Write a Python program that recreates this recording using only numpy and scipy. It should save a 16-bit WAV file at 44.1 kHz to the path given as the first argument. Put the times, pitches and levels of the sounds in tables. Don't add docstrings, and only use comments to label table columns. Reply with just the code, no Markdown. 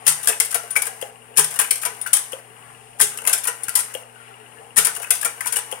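import sys
import numpy as np
from scipy import signal
from scipy.fft import rfft, irfft
from scipy.io import wavfile
from scipy.ndimage import uniform_filter1d

SR = 44100
rng = np.random.default_rng(int(sys.argv[2]) if len(sys.argv) > 2 else 0)


def dump_mix(stems):
    frames = np.atleast_2d(stems).T
    limited = np.clip(frames, -1, 1)
    pcm = np.round(limited * 32767).astype(np.int16)
    wavfile.write(sys.argv[1], SR, pcm)


def gain_from_db(level_db):
    decades = np.asarray(level_db, float) / 20
    return 10 ** decades


N = 255780

# (t/s after the trip, level/dB, struck part f/Hz, contact)
CAM_BLOWS = [(0, 1, 2180, "snap"), (.047, -19, 1580, "scrape"), (.1075, -17.5, 2020, "scrape"),
             (.1235, -17, 1665, "tick"), (.143, -7.5, 1400, "clack"), (.153, -14.5, 1560, "tick"),
             (.304, -23.5, 1380, "scrape"), (.354, -16.5, 1420, "tick"), (.365, -13.5, 1450, "snap"),
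             (.611, -22, 2860, "clack"), (.622, -17, 2900, "thunk")]
# (t/s, level/dB, struck part f/Hz, contact)
RISE = [(.051, -28.5, 2900, "snap"), (0.059, -25.5, 2900, "tick"), (0.0654, -2.5, 1830, "snap"),
        (0.077, 6, 2730, "snap"), (.089, -12, 1410, "clack"), (.104, -19, 1660, "snap"),
        (0.1213, -12, 1430, "snap"), (0.228, -20, 1650, "scrape"), (.244, -22, 1790, "snap"),
        (0.256, -19, 2900, "snap"), (0.272, -1, 1930, "snap"), (.284, -5.5, 1604, "clack"),
        (.2947, -15, 1580, "clack"), (.321, -20, 2550, "tick"), (1.357, -28, 2900, "snap"),
        (1.3645, -20.5, 1690, "tick"), (1.3709, 2, 3300, "slam"), (1.379, -3, 1910, "clack"),
        (1.3908, -0.5, 1910, "snap"), (1.3994, -25, 1210, "clack"), (1.4422, -9.5, 1260, "snap"),
        (1.507, -22, 2250, "scrape"), (1.539, -25, 2770, "scrape"), (1.558, -16.5, 2860, "clack"),
        (1.589, -4.5, 1790, "clack"), (1.596, -9, 2150, "scrape"), (1.613, -13, 1570, "tick"),
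        (1.6426, -19, 2440, "tick"), (1.672, -23, 2660, "clack"),
        (2.987, -33, 2900, "snap"), (2.9951, -19, 1720, "tick"), (2.9984, -8.5, 1960, "clack"),
              (3.0103, 3.5, 2970, "slam"), (3.0247, -21, 2930, "clack"), (3.047, -21, 1360, "scrape"),
              (3.067, -29, 1280, "scrape"), (3.1728, -17, 1630, "snap"), (3.1852, -24.5, 2920, "tick"),
              (3.218, -20.5, 1460, "thunk"), (3.241, -20, 2000, "thunk"), (3.25, -18, 2550, "tick"),
              (3.2635, -17.5, 2530, "clack"), (3.273, 0, 2800, "snap"), (3.2933, -11.5, 2670, "clack"),
        (4.76, -16.5, 1850, "clack"), (4.767, -5.5, 1780, "clack"), (4.7762, -0.5, 1290, "snap"),
               (4.7832, 1, 1450, "snap"), (4.8, -31, 1480, "clack"), (4.832, -20, 1580, "clack"),
               (4.8471, 0, 2170, "snap"), (4.853, -2, 1820, "snap"), (4.8675, -9, 1340, "clack"),
               (4.948, -24.5, 2800, "scrape"), (4.962, -21, 2940, "clack"), (4.999, -20, 1460, "thunk"),
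               (5.0174, -22, 1200, "clack"), (5.027, -18, 2570, "tick"), (5.0392, -22, 2520, "tick"),
               (5.069, -25.5, 2660, "tick")]
# (t/s, level/dB, struck part f/Hz, contact)
DROP = [(.6335, -23, 1480, "thunk"), (0.7624, -6.5, 2300, "clack"), (.7894, -39, 2250, "clack"),
        (.8003, -37, 2260, "clack"), (0.819, -6.5, 2360, "snap"), (0.853, -16.5, 3100, "clack"),
        (0.866, -15.5, 1640, "clack"), (.8752, -31, 1650, "clack"), (2.1305, 1.5, 2610, "slam"),
        (2.1494, -14, 1560, "snap"), (2.167, -6, 1740, "snap"), (2.19, -17.5, 1490, "clack"),
        (3.331, -3.5, 2240, "snap"), (3.343, -25, 1420, "clack"), (3.383, -29, 2170, "clack"),
        (3.7528, 0, 2790, "slam"), (3.769, -11.5, 1370, "clack"), (3.7893, -12.5, 1450, "scrape"),
        (5.406, -17.5, 1760, "tick"), (5.446, -28, 2240, "tick"), (5.4716, -10.5, 1420, "slam"),
        (5.2475, -15, 1200, "clack"), (5.5225, -9, 1620, "clack"), (5.5347, -21, 1870, "clack"),
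        (5.5571, -12, 2900, "clack"), (5.566, -5.5, 1900, "snap"), (5.586, -17.5, 1330, "clack")]
CONTACTS = {"snap": (-36.5, -23, 0.028), "clack": (-25, -17, 0.045), "tick": (-28.5, -9.5, 0.031),
            "thunk": (-10.5, -13, 0.016), "scrape": (-43, -25, 0.074), "slam": (-43, -27, 0.035)}
# (t/s after the trip, level/dB)
SLIDING = [
    (-.34, -37),
    (-.28, -30),
    (-.165, -30),
    (-.09, -38.5),
    (.03, -32.5),
    (.16, -32),
    (.3, -34),
    (.55, -33.5),
    (.7, -37),
]
# (f/Hz, level/dB)
CRACK = [(500, -31), (1000, -15), (2000, -16.5), (3200, 1.5), (4200, -4.5), (6000, -0.5), (9000, -1),
         (11000, 1.5), (12000, 2.5), (13500, -1.5), (16000, -3.5)]
# (f/Hz, level/dB, t60/s)
CASE = [(347, -30, 0.02), (441.3, 0, 0.079), (460, 3.5, 0.052), (571, 1, 0.033), (691, 2, 0.062),
        (829.5, 2.5, 0.11)]
# (f/Hz, level/dB, t60/s)
TRAY = [(996.5, -2.5, 0.047), (1200, 3, 0.017), (1400, 0.5, 0.022), (1536, 2.5, 0.03), (1800, 4.5, 0.013),
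        (2006, 4, 0.014), (2272, 2, 0.016), (2570, 0, 0.01), (2900, -1.5, 0.029), (2880, -17.5, 0.013)]


def changer():
    contacts = rng.standard_normal(N) * gain_from_db(3.22 * np.minimum(rng.exponential(size=N), 4.5))
    contacts = contacts * gain_from_db(3.1 * walk(700))
    contacts = contacts / contacts.std()
    t = np.arange(SR // 5) / SR
    crack, case, tray, part = np.zeros((4, N))
    blows = every_turn(CAM_BLOWS, column=1) + RISE + DROP
    for s, db, hz, contact in blows:
        case_db, tray_db, length = CONTACTS[contact]
        length = length * gain_from_db(0.18 * (db + 2.0))
        decay = np.exp(-np.log(1000) * (t / max(length, .004)) ** 1.4)
        swarm = (1 - np.exp(-t / 0.0011)) * decay
        add(crack, s, gain_from_db(db - 9.0) * swarm)
        add(case, s, gain_from_db(db + case_db - 22.0) * swarm)
        add(tray, s, gain_from_db(db + tray_db - 22.0) * swarm)
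        start = int(s * SR)
        rattle = swarm * np.resize(contacts[start:start + len(t)], len(t))
        add(part, s, ring(gain_from_db(db + tray_db - 16) * rattle, [(hz, 2, .016)]))

    time = np.arange(N) / SR
    after, rub_db = np.transpose(SLIDING)
    rub = sum(np.interp(time, trip + after, gain_from_db(rub_db - 17.5), left=0, right=0) for trip, _, _ in CHANGES)
    rub = rub * gain_from_db(0.85 * walk(55))
    cracks = colour((crack + rub) * contacts, CRACK)
    case_ring = ring((case + gain_from_db(-31.0) * rub) * contacts, CASE)
    tray_ring = ring((tray + gain_from_db(-22.0) * rub) * contacts, TRAY)
    return cracks + case_ring + tray_ring + part


# (t/s, slowness of the cam as a ratio, level/dB)
CHANGES = [
    (.3998, 1.002, 0),
    (1.7073, 1.001, -.5),
    (3.3285, .997, 0),
    (5.1043, .996, -.5),
]


def every_turn(steps, column):
    return [(trip + slow * row[0], *row[1:column], row[column] + db, *row[column + 1:])
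            for trip, slow, db in CHANGES for row in steps]


# (t/s after the trip, f/Hz, level/dB, t60/s)
CAM_KNOCKS = [
    (.156, 470, -34, 0.14),
    (.6235, 3150, -24, .018),
    (.6232, 510, -23, 0.065),
]
# (t/s, f/Hz, level/dB, t60/s)
KNOCKS = [(.29, 440, -32.5, 0.32), (.33, 2570, -27, 0.082), (.708, 9660, -35, 0.12),
          (2.014, 9640, -33, 0.073), (3.634, 9700, -34, 0.054), (.757, 1500, -21.5, 0.048),
          (.762, 2272, -9.5, 0.096), (.89, 768, -32.5, 0.18), (.92, 764, -44, 0.18),
          (1.388, 420, -23.5, 0.14), (1.605, 1550, -20.5, 0.098), (2.061, 1530, -18, 0.028),
          (3.002, 1800, -21, 0.046), (3.012, 3160, -19, 0.078), (3.02, 419.4, -30.5, 0.23),
          (3.187, 2930, -36, 0.033), (3.683, 1585, -20.5, .025), (4.16, 1475, -43.5, 0.13),
          (4.2, 1400, -41.5, 0.13), (4.31, 1380, -44.5, .1), (4.57, 1730, -44.5, 0.17),
          (4.791, 414, -38, .12), (5.046, 2550, -26, 0.028), (5.408, 2010, -21, 0.036)]


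def knocks():
    out = np.zeros(N)
    for s, hz, db, t60 in every_turn(CAM_KNOCKS, column=2) + KNOCKS:
        push = np.zeros(SR // 4)
        length = int(2 * SR / hz)
        cycles = np.sin(2 * np.pi * hz / SR * np.arange(length))
        add(push, 0, cycles * np.hanning(length) * hz / SR)
        modes = [(hz, 0, t60), (hz * 1.1, -8, t60 * .5), (hz * .9, -9, t60 * .5)]
        add(out, s, gain_from_db(db + 7.5) * ring(push, modes))
    return out


# (t/s, level/dB)
SOLENOID = [
    (0.081, -36),
    (1.384, -30.5),
    (3.013, -40),
    (4.787, -37.5),
]


def solenoid():
    push = np.zeros(N)
    for s, db in SOLENOID:
        add(push, s, gain_from_db(db - 46.5) * np.hanning(SR // 300))
    return ring(push, [(151.5, 9.5, 0.39), (163, 17, 0.053)])


def belt():
    anchor_s, period_s, jitter_s = 2.6265, .0612, .001
    turns = np.arange(-42, 52)
    chance = rng.standard_normal((len(turns), 2))
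    times = anchor_s + turns * period_s + jitter_s * chance[:, 0]
    taps = np.zeros(N)
    taps[(times * SR).astype(int)] = gain_from_db(-42.5) * gain_from_db(2.5 * np.clip(chance[:, 1], -2, 1))
    return ring(taps, [(2846, -2.0, 0.042), (2550, -8.5, 0.03), (2930, -28.0, 0.03)])


# (f/Hz, level/dB)
AIR = [(30, 21.5), (90, -6.5), (200, -4), (320, -7), (450, -2), (600, -4.5), (850, 3), (1200, -2.5),
       (2000, -5), (3000, -9.5), (3800, -22.5), (6000, -24.5), (9000, -18), (16000, -21)]


def fan():
    air = colour(rng.standard_normal(N), AIR)
    octaves_hz = 40 * 2. ** np.arange(9)
    air = sum(band(air, hz, hz * 1.13) * gain_from_db(4.9 * walk(5.8)) for hz in octaves_hz)
    flutter = rng.standard_normal(N) * gain_from_db(5.0 * walk(31))
    sung = ring(flutter, [(440, 1.5, 0.14), (782.4, 7, 0.084), (940, -14.5, 0.056), (1400, -26, .1)])
    return gain_from_db(-48.5) * (air / air.std() + gain_from_db(-5) * sung / sung.std())


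# (f/Hz, rms level/dB)
HUM = [
    (120, -58),
    (240, -64),
]


def hum():
    t = np.arange(N) / SR
    return sum(gain_from_db(db + 3 + .8 * walk(5)) * np.sin(2 * np.pi * 120 * round(hz / 120) * t) for hz, db in HUM)


# (f/Hz, t60/s, level/dB)
ROOM = [
    (356, 0.47, -9),
    (1400, 0.27, -7),
    (4200, 0.45, -14),
    (11500, 0.16, -7),
]


def room(x, count=6):
    t = np.arange(SR // 2) / SR
    pose = np.repeat(rng.integers(count, size=N // 1000 + 1), 1000)[:N]
    out = 0
    for k in range(count):
        noise = rng.standard_normal((2, len(t)))
        shared = signal.lfilter(*signal.butter(1, 600, fs=SR), noise[0] - noise)
        tail = 0
        for hz, t60, db in ROOM:
            echoes = band(noise + shared, hz, hz * 1.726)
            tail = tail + gain_from_db(db - 28.5) * echoes * np.exp(-np.log(1000) * t / t60)
        tail = tail * (1 - np.exp(-t / 0.00033))
        share = np.sqrt(np.abs(uniform_filter1d(1. 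* (pose == k), 300)))
        out = out + signal.oaconvolve(x[None] * share, tail, axes=1)[:, :N]
    return out


def colour(x, points):
    hz, db = np.transpose(points)
    grid_hz = np.arange(513) * SR / 1024 + 1
    log_gain = np.interp(np.log(grid_hz), np.log(hz), db) * np.log(10) / 20
    cepstrum = irfft(log_gain)[:513] * np.r_[1, 2 * np.ones(511), 1]
    response = irfft(np.exp(rfft(cepstrum, 1024)))
    return signal.oaconvolve(x, response)[:len(x)]


def ring(x, modes):
    out = 0
    for k, (hz, db, t60) in enumerate(modes):
        r = np.exp(-np.log(1000) / (max(t60, .003) * SR))
        w = 2 * np.pi * hz / SR
        mode = signal.lfilter([np.sin(w)], [1, -2 * r * np.cos(w), r * r], x)
        out = out + (-1) ** k * gain_from_db(db) * mode
    return out


def band(x, hz, width):
    return signal.lfilter(*signal.iirpeak(hz, hz / width, fs=SR), x)


def walk(rate):
    k = int(SR / rate)
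    held = np.repeat(rng.standard_normal(N // k + 1), k)
    return uniform_filter1d(uniform_filter1d(held, k), k)[:N]


def add(bus, s, x):
    i = int(s * SR)
    bus[i:i + len(x)] += x[:N - i]


# (f/Hz, level/dB)
SHADOW = [(60, 2), (200, -6.5), (500, 1), (1300, -4), (2400, -2), (4400, 4.5), (6500, 6.5), (10000, 5.5),
          (15000, -4)]


def scene():
    right_lag = 17
    broad = changer() + fan()
    aimed = knocks() + belt()
    near = broad + aimed
    late = np.r_[np.zeros(right_lag), near[:-right_lag]]
    direct = np.array([near, gain_from_db(-7.0) * late])
    walls = room(broad + gain_from_db(-9) * aimed) * gain_from_db(np.array([[-1.5], [1.5]]))
    left, right = direct + walls + hum() + solenoid()
    return np.array([left, gain_from_db(1.77) * colour(right, SHADOW)])


def band_limit(x):
    return signal.sosfilt(signal.butter(12, 16440, fs=SR, output="sos"), x)


# (resonance f/Hz, width f/Hz, lift level/dB, low level/dB, high level/dB)
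PORTS = [
    (9490, 853, 15, 3.5, 5.5),
    (8400, 340, 13, -1.5, -6),
]


def record(dry):
    ports = []
    for x, (hz, width, lift_db, low_db, high_db) in zip(dry, PORTS):
        x = x + gain_from_db(lift_db) * band(x, hz, width)
        ports.append(colour(x, [(25, low_db - 38), (100, low_db), (900, low_db),
                                (4200, high_db), (9000, high_db), (16000, high_db)]))
    ports = np.array(ports)
    fall = np.exp(-1 / (.25 * SR))
    loudness = signal.lfilter([1 - fall], [1, -fall], np.abs(ports[0]))
    ports = ports / (1 + 2.96 * loudness)
    clipped = np.clip(1.2 * np.tanh(ports / 1.2), -.8, .8)
    low_hz, top_hz = 35, 15750
    edges = signal.ellip(9, .1, 60, [low_hz, top_hz], "bandpass", fs=SR, output="sos")
    mix = signal.sosfilt(edges, clipped)
    return band_limit(mix)


dry = scene()
out = record(dry)
dump_mix(out)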